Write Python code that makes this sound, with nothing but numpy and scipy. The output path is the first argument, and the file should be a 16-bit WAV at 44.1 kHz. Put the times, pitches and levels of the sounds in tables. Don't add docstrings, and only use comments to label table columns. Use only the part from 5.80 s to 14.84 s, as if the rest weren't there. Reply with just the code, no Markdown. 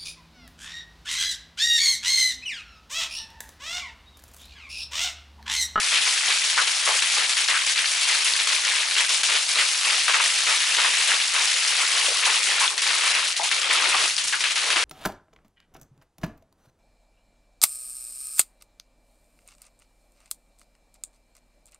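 import sys
import numpy as np
from scipy import signal
from scipy.fft import rfft, irfft
from scipy.io import wavfile
from scipy.ndimage import uniform_filter1d

SR = 44100
rng = np.random.default_rng(int(sys.argv[2]) if len(sys.argv) > 2 else 0)


def to_wav(sig):
    pcm = np.clip(np.atleast_2d(sig), -1, 1) * 32767
    pcm = np.round(pcm).astype(np.int16)
    wavfile.write(sys.argv[1], SR, pcm.T)


N = 398650
TIME = np.arange(N) / SR

# [f/Hz, level/dB]
GOB_COLOUR = [(40, -49), (120, -17), (200, -16), (300, -12), (450, -10.5), (750, -6.5), (1000, 1),
              (1400, 5.5), (4000, -26)]
DROP_COLOUR = [(100, -44.5), (300, -12), (800, -7), (1500, -1.5), (2000, -2), (2700, -0.5), (3600, -1.5),
               (5000, -1.5), (11000, -10)]
SPRAY_COLOUR = [(100, -39), (700, -1), (2500, 8), (4500, 1.5), (6000, 0), (7500, -1.5), (9500, -0.5),
                (11000, -1.5)]


def patter():
    gob_flow, drop_flow, spray_flow = landing()
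    gobs = shower(gob_flow, low_hz=418, high_hz=1429, cycles=1.16,
                  spread_db=-0.5, clump_db=-0.5, count=7000, size=440)
    drops = shower(drop_flow, low_hz=1780, high_hz=4260, cycles=0.58,
                   spread_db=4.0, clump_db=0.46, count=30000, size=112)
    spray = shower(spray_flow, low_hz=4130, high_hz=11700, cycles=0.39,
                   spread_db=2.5, clump_db=1.05, count=80000, size=36)
    strays = shower(drop_flow, low_hz=1860, high_hz=5000, cycles=0.63,
                    spread_db=0.5, clump_db=3.5, count=1100, size=128)
    slaps = amp(-3.0) * coloured(gobs, GOB_COLOUR)
    clicks = coloured(amp(-1.0) * drops + amp(-10) * strays, DROP_COLOUR)
    fizz = coloured(spray, SPRAY_COLOUR)
    return slaps + clicks + fizz + drumming(gob_flow)


# [first landing t/s, hold/s, gob level/dB, drop level/dB]
SPURTS = [(0.116, 0.063, -35, -20), (0.477, 0.041, -31.5, -21.5), (0.763, 0.062, -33, -27.5),
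          (1.06, 0.083, -29.5, -31), (1.363, 0.077, -30.5, -23.5), (1.683, 0.038, -30.5, -28),
          (1.974, 0.047, -42, -23.5), (2.27, 0.08, -37, -22), (2.587, 0.026, -47, -25),
          (2.836, 0.16, -45, -26), (3.16, 0.047, -34, -20.5), (3.486, .085, -31.5, -22.5),
          (3.751, 0.061, -31.5, -23), (4.044, .12, -34, -25), (4.283, 0.17, -34.5, -25.5),
          (4.673, 0.044, -31, -24.5), (4.966, .11, -34.5, -25), (5.277, .075, -33, -27),
          (5.537, 0.082, -31.5, -26), (5.978, 0.045, -30.5, -24), (6.114, 0.16, -36, -26),
          (6.425, 0.14, -33.5, -23), (6.668, 0.19, -34, -24.5), (7.055, 0.41, -35, -25.8),
          (7.891, .36, -30.5, -24.5), (8.814, 0.26, -32, -26)]
# [t/s, gob level/dB, drop level/dB, spray level/dB]
DRIZZLE = [(0, -43, -28, -24.5), (1.4, -41, -28, -25.5), (2.07, -45, -29.5, -27), (2.5, -39, -27.5, -25.5),
           (3.2, -40, -28.5, -27), (3.65, -45, -38, -25), (4.2, -42.5, -27.5, -25), (5.2, -36, -24, -24.5),
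           (5.5, -44, -28, -26), (5.8, -39.5, -25.5, -25), (6.4, -35, -30, -25.5), (6.86, -43, -28.5, -26),
           (6.929, -35.5, -35, -33), (7.15, -46, -31.5, -25), (7.4, -38.5, -28, -27),
           (7.55, -46, -34.5, -31.5), (7.85, -33, -25.5, -29), (8.05, -30, -24.5, -27.5),
           (8.27, -53, -39, -24.5), (8.35, -50, -34.5, -30.5), (8.6, -47.5, -36, -30),
           (9.04, -33, -33, -27.5)]
ATTACK_S, RELEASE_S = 0.0081, 0.028
SPRAY_PER_DROP_DB = -9.5
GAP_DB, GAP_S = -2.5, 0.019
UNEVEN_DB, UNEVEN_S = .5, .06


def landing():
    t = TIME[::32]
    s, *levels = np.transpose(DRIZZLE)
    slug_s = np.array([row[0] for row in SPLASHES])
    ahead = np.maximum(slug_s[:, None] - t, 0) / GAP_S
    gap = (2 * ahead * np.exp(1 - 2 * ahead)).max(0)
    uneven = np.interp(t, TIME, wander(UNEVEN_S))
    change_db = GAP_DB * gap + UNEVEN_DB * uneven
    power = np.array([amp(np.interp(t, s, db) + change_db) ** 2 for db in levels])
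    for start, hold, gobs_db, drops_db in SPURTS:
        attack = np.clip((t - start) / ATTACK_S + .5, 0, 1)
        release = np.exp(-np.maximum(t - start - hold, 0) / RELEASE_S)
        gains = amp([gobs_db, drops_db, drops_db + SPRAY_PER_DROP_DB])
        power += np.outer(gains, attack * release) ** 2
    return [np.interp(TIME, t, np.sqrt(p)) for p in power]


# [t/s, level/dB]
DRUMMING = [(5.3, -33.5), (6.1, -24.5), (8.1, -21.5), (9.04, -16)]


def drumming(gob_flow):
    flow = gob_flow * amp(np.interp(TIME, *np.transpose(DRUMMING)))
    return shower(flow, low_hz=309, high_hz=610, cycles=1.4,
                  spread_db=2.0, clump_db=2.5, count=1800, size=1400)


# [t/s, relative level/dB, centre f/Hz, spread/s]
SPLASHES = [(0.215, -27.5, 4300, .032), (0.265, -28.5, 1470, .01), (.643, -30, 4500, .026),
            (0.778, -30.5, 2340, 0.022), (0.873, -25, 3940, 0.0099), (1.073, -26, 1790, 0.027),
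            (1.222, -26, 2930, .023), (1.493, -22.5, 4380, 0.011), (1.568, -27.5, 3430, .031),
            (1.685, -24.5, 2740, .022), (1.865, -24.5, 4070, .032), (1.96, -28, 3400, 0.026),
            (2.211, -26, 4520, .027), (2.446, -26, 4800, .05), (2.672, -23.5, 3740, .029),
            (2.723, -25.5, 3070, 0.016), (3.292, -25, 4460, 0.062), (3.433, -23, 4440, 0.027),
            (3.69, -27, 4100, 0.031), (3.786, -23.5, 2870, 0.034), (4.28, -24, 1690, .018),
            (4.34, -23.5, 1600, .016), (4.399, -23.5, 1800, .012), (4.667, -26, 2780, 0.028),
            (4.804, -26, 3400, .016), (4.984, -24.5, 1700, 0.021), (5.045, -24.5, 1700, .02),
            (5.282, -28, 2540, 0.042), (6.453, -35, 2020, 0.045), (6.807, -28.5, 1920, .015),
            (6.978, -24.5, 3720, .016), (7.019, -24, 4650, .026), (7.067, -29.5, 1980, 0.051),
            (7.235, -28, 2010, 0.045), (7.35, -26.5, 2250, 0.031), (7.565, -26, 4700, .015),
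            (7.634, -25, 4500, .025), (7.713, -22.5, 3500, .018), (7.816, -26.5, 4120, 0.0099),
            (7.906, -23.5, 2800, 0.017), (8.142, -23, 1590, .01), (8.379, -27.5, 4200, .029),
            (8.439, -27, 5330, .01), (8.474, -28.5, 6060, 0.031), (8.525, -25.5, 2670, 0.021),
            (8.606, -24.5, 3300, 0.015), (8.639, -24, 3060, 0.035), (8.708, -25.5, 3340, 0.012),
            (8.757, -24.5, 3250, .028), (8.903, -22.5, 2800, .016), (8.96, -24.5, 2350, .04)]
# [relative level/dB, centre f/Hz, spread/s]
SMALL_SPLASH = [(-31, 4100, .008), (-25.5, 6800, 0.03)]


def splashes():
    rows = np.vstack([SPLASHES, by_chance(SMALL_SPLASH, count=50)])
    return amp(1.42) * bursts(rows, octaves=0.52, cycles=0.49, spread_db=1.5,
                              front=0.12, front_s=.0025, count=230, size=144)


# [t/s, relative level/dB, f/Hz]
PLOPS = [(.777, -13.5, 1320), (.792, -13, 1300), (1.077, -17, 730), (1.091, -19, 710), (1.685, -5.5, 4400),
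         (1.741, -14, 2210), (2.058, -6, 4480), (2.537, -2, 4480), (2.851, -3.5, 5530), (2.879, -10, 2660),
         (4.297, -13.5, 1400), (4.343, -13, 1380), (4.364, -8, 4470), (4.407, -16, 1430),
         (5.318, -8.5, 1760), (6.284, -21, 500), (6.471, -20, 705), (6.879, -3.5, 3570), (7.6, -24, 550),
         (7.832, -11, 3510), (7.911, -6, 2170), (8.366, -5.5, 5350), (8.385, -8, 3620), (8.483, -8, 5530)]
# [relative level/dB, f/Hz]
SMALL_PLOP = [(-12.5, 4900), (-11.5, 6070)]


def plops(swell_s=0.00018, rattle_s=0.000506, count=3):
    rows = np.vstack([PLOPS, by_chance(SMALL_PLOP, count=60)])
    s, db, hz = np.repeat(rows, count, axis=0).T
    blow = np.tile(np.arange(count), len(rows)) - count // 2
    gap, pitch = rng.random((len(s), 2)).T
    s = s + blow * rattle_s * (.5 + gap)
    hz = hz * 2 ** (abs(blow) * (pitch - .75))
    cycles = np.maximum(swell_s * hz, .55)
    peak = amp(db - 9.3 * abs(blow) - 1.0 * np.log2(hz / 2000))
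    return amp(-2.5) * impacts(s, peak, hz, cycles, size=600)


# [t/s, relative level/dB, centre f/Hz, spread/s]
GULPS = [(.776, -28, 1530, 0.024), (1.075, -33, 840, 0.027), (1.742, -26, 1570, .018),
         (5.545, -34, 1235, 0.024), (6.283, -36, 513, 0.024), (6.460, -31, 950, 0.02),
         (6.810, -30.5, 1004, 0.023), (7.595, -33, 807, 0.032), (8.143, -32, 890, .01),
         (8.530, -34, 1580, .022)]


def gulps():
    return amp(4.0) * bursts(GULPS, octaves=0.16, cycles=1.5, spread_db=2.0,
                             front=0.14, front_s=.00299, count=30, size=900)


# [relative level/dB, f/Hz]
BUBBLES = [(-40, 1900), (-21, 9000)]


def bubbles(ring_s=0.0016, count=450):
    s, db, hz = by_chance(BUBBLES, count=count).T
    return impacts(s, amp(db), hz, ring_s * hz, size=700)


# (t/s, relative level/dB, f/Hz)
THUMP = (.2, -55, 166)


def thump():
    s, db, hz = np.transpose([THUMP])
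    return impacts(s, amp(db), hz, cycles=np.array([1.4]), size=4000)


# [f/Hz, level/dB]
ECHO_COLOUR = [(60, -49), (200, -30), (450, -0.5), (1000, 2), (3000, 3.5), (5500, 1.5), (11000, 0)]


def yard(x, near_db=-15.0, wall_db=-10.0, size=256):
    near_t60, wall_t60 = .06, .25
    power = abs(signal.stft(x.mean(0), nperseg=size)[2]) ** 2
    linger = 0
    for db, t60 in [(near_db, near_t60), (wall_db, wall_t60)]:
        keep = 10 ** (-3 * size / SR / t60)
        tail = signal.lfilter([0, 1 - keep], [1, -keep], power, axis=1)
        linger = linger + amp(db) ** 2 * tail
    real, imag = rng.standard_normal((2, 2) + power.shape)
    echoes = signal.istft(np.sqrt(linger) * (real + 1j * imag), nperseg=size)[1]
    return coloured(echoes, ECHO_COLOUR)


# [f/Hz, level/dB]
AIR = [(15, -18), (60, -11), (130, 3), (250, -2), (600, -27), (2000, -60)]
# [t/s, level/dB]
BREEZE = [(0, -73), (.5, -82), (.7, -72), (1.1, -80), (1.9, -89), (3.5, -85), (5.8, -88), (8.6, -72),
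          (9.04, -74.5)]
GUST_DB, GUST_S = 5.0, 0.081


def air():
    noise = rng.standard_normal(N) + 0.21 * rng.standard_normal((2, N))
    rumble = evened(coloured(noise, AIR))
    strength_db = np.interp(TIME, *np.transpose(BREEZE)) + GUST_DB * wander(GUST_S)
    return rumble * amp(strength_db)


def shower(flow, low_hz, high_hz, cycles, spread_db, clump_db, count, size):
    when, chance, pitch, weight, ring = rng.random((count, 5)).T
    s = when * N / SR
    clumps = evened(uniform_filter1d(rng.standard_normal(N), size=400))
    local = np.interp(s, TIME, flow * amp(clump_db * clumps)) / np.percentile(flow, 95)
    share = np.minimum(local, 1)
    heft = amp(spread_db * np.minimum(-np.log(1 - weight), 4.2))
    peak = (chance < share) * heft * local / np.sqrt(share)
    hz = low_hz * (high_hz / low_hz) ** pitch
    rain = impacts(s, peak * np.sqrt(hz / low_hz), hz, cycles * 2 ** (2 * ring - 1), size=size)
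    return evened(rain) * np.sqrt(np.mean(flow ** 2))


def bursts(rows, octaves, cycles, spread_db, front, front_s, count, size):
    s, db, hz, duration = np.repeat(rows, count, axis=0).T
    wait, pitch = rng.standard_normal((len(s), 2)).T
    order, weight = rng.random((len(s), 2)).T
    delay = abs(wait) % 2 * np.where(order < front, front_s, duration)
    hz = np.clip(hz * 2 ** (octaves * pitch), 420, 13000)
    heft = evened(amp(spread_db * np.minimum(-np.log(1 - weight), 3.5)))
    peak = amp(db) * heft * np.sqrt(hz * duration / (count * cycles))
    return impacts(s + delay, peak, hz, np.full(len(s), cycles), size=size)


def impacts(s, peak, hz, cycles, lead=0.0029, scatter=0.0067, pan_db=-1.2, size=96):
    phase, pan, angle = rng.standard_normal((len(s), 3)).T[:, :, None]
    at = (s * SR).astype(int)[:, None] + np.arange(size)
    turns = (np.maximum(at / SR - s[:, None], 0) * hz[:, None]).astype(np.float32)
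    u = turns / cycles[:, None].astype(np.float32)
    swell = u * np.exp(1 - u)
    out = []
    for side in (1, -1):
        shift = phase + side * (lead + scatter * angle)
        tone = np.sin(2 * np.pi * (turns + shift.astype(np.float32)))
        wave = swell * tone * (peak[:, None] * amp(side * pan_db * pan))
        out.append(np.bincount(np.clip(at, 0, N).ravel(), wave.ravel(), N + 1)[:N])
    return np.array(out)


def by_chance(limits, count):
    low, high = np.array(limits, float)
    draw = rng.random((count, 1 + len(low)))
    s = (np.arange(count) + draw[:, 0]) / count * N / SR
    rows = np.column_stack([s, low + (high - low) * draw[:, 1:]])
    when, _, drops_db, _ = np.transpose(DRIZZLE)
    rows[:, 1] += np.minimum(np.interp(s, when, drops_db) - np.median(drops_db), 0)
    return rows


def wander(length_s):
    knots = np.cumsum(length_s * (.5 + rng.random(600))) - length_s
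    return evened(np.interp(TIME, knots, rng.standard_normal(600)))


def amp(db):
    return 10 ** (np.asarray(db) / 20)


def evened(x):
    return x / np.sqrt(np.mean(x ** 2) + 1e-20)


def read(points, hz):
    f, value = np.transpose(points)
    return np.interp(np.log(hz + 1), np.log(f + 1), value)


def coloured(x, points, size=4096):
    log_gain = np.log(amp(read(points, abs(np.fft.fftfreq(size, 1 / SR)))))
    response = np.exp(np.conj(signal.hilbert(log_gain)))
    taps = np.fft.ifft(response).real[:size // 2]
    return signal.oaconvolve(x, taps[None], axes=1)[:, :N]


# [f/Hz, level/dB]
HIT_COLOUR = [(40, -53), (100, -46), (200, -24), (400, -5), (750, -3.5), (1000, 2), (1450, 1), (2400, 2.5),
              (5000, 0), (7500, 2.5), (11000, 5.5)]


def scene():
    water = patter() + bubbles() + coloured(plops() + splashes() + gulps(), HIT_COLOUR)
    return water + yard(water) + air() + thump()


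# [f/Hz, level difference/dB]
BALANCE_DB = [(150, -1), (600, 1), (1100, 3), (1700, 4), (2800, 2), (5000, 2.5), (8000, 1), (11000, 0.3)]
EDGE_HZ = 11080


def record(dry, ceiling=0.59):
    tilt = read(BALANCE_DB, np.fft.rfftfreq(N, 1 / SR))
    heard = irfft(rfft(dry) * amp(np.array([tilt, -tilt]) / 2), N)
    heard = heard / (1 + (heard / ceiling) ** 6) ** (1 / 6)
    band_limit = signal.firwin(1023, EDGE_HZ, window=("kaiser", 8), fs=SR)
    return signal.oaconvolve(heard, band_limit[None], "same")


dry = scene()
out = record(dry)
to_wav(out)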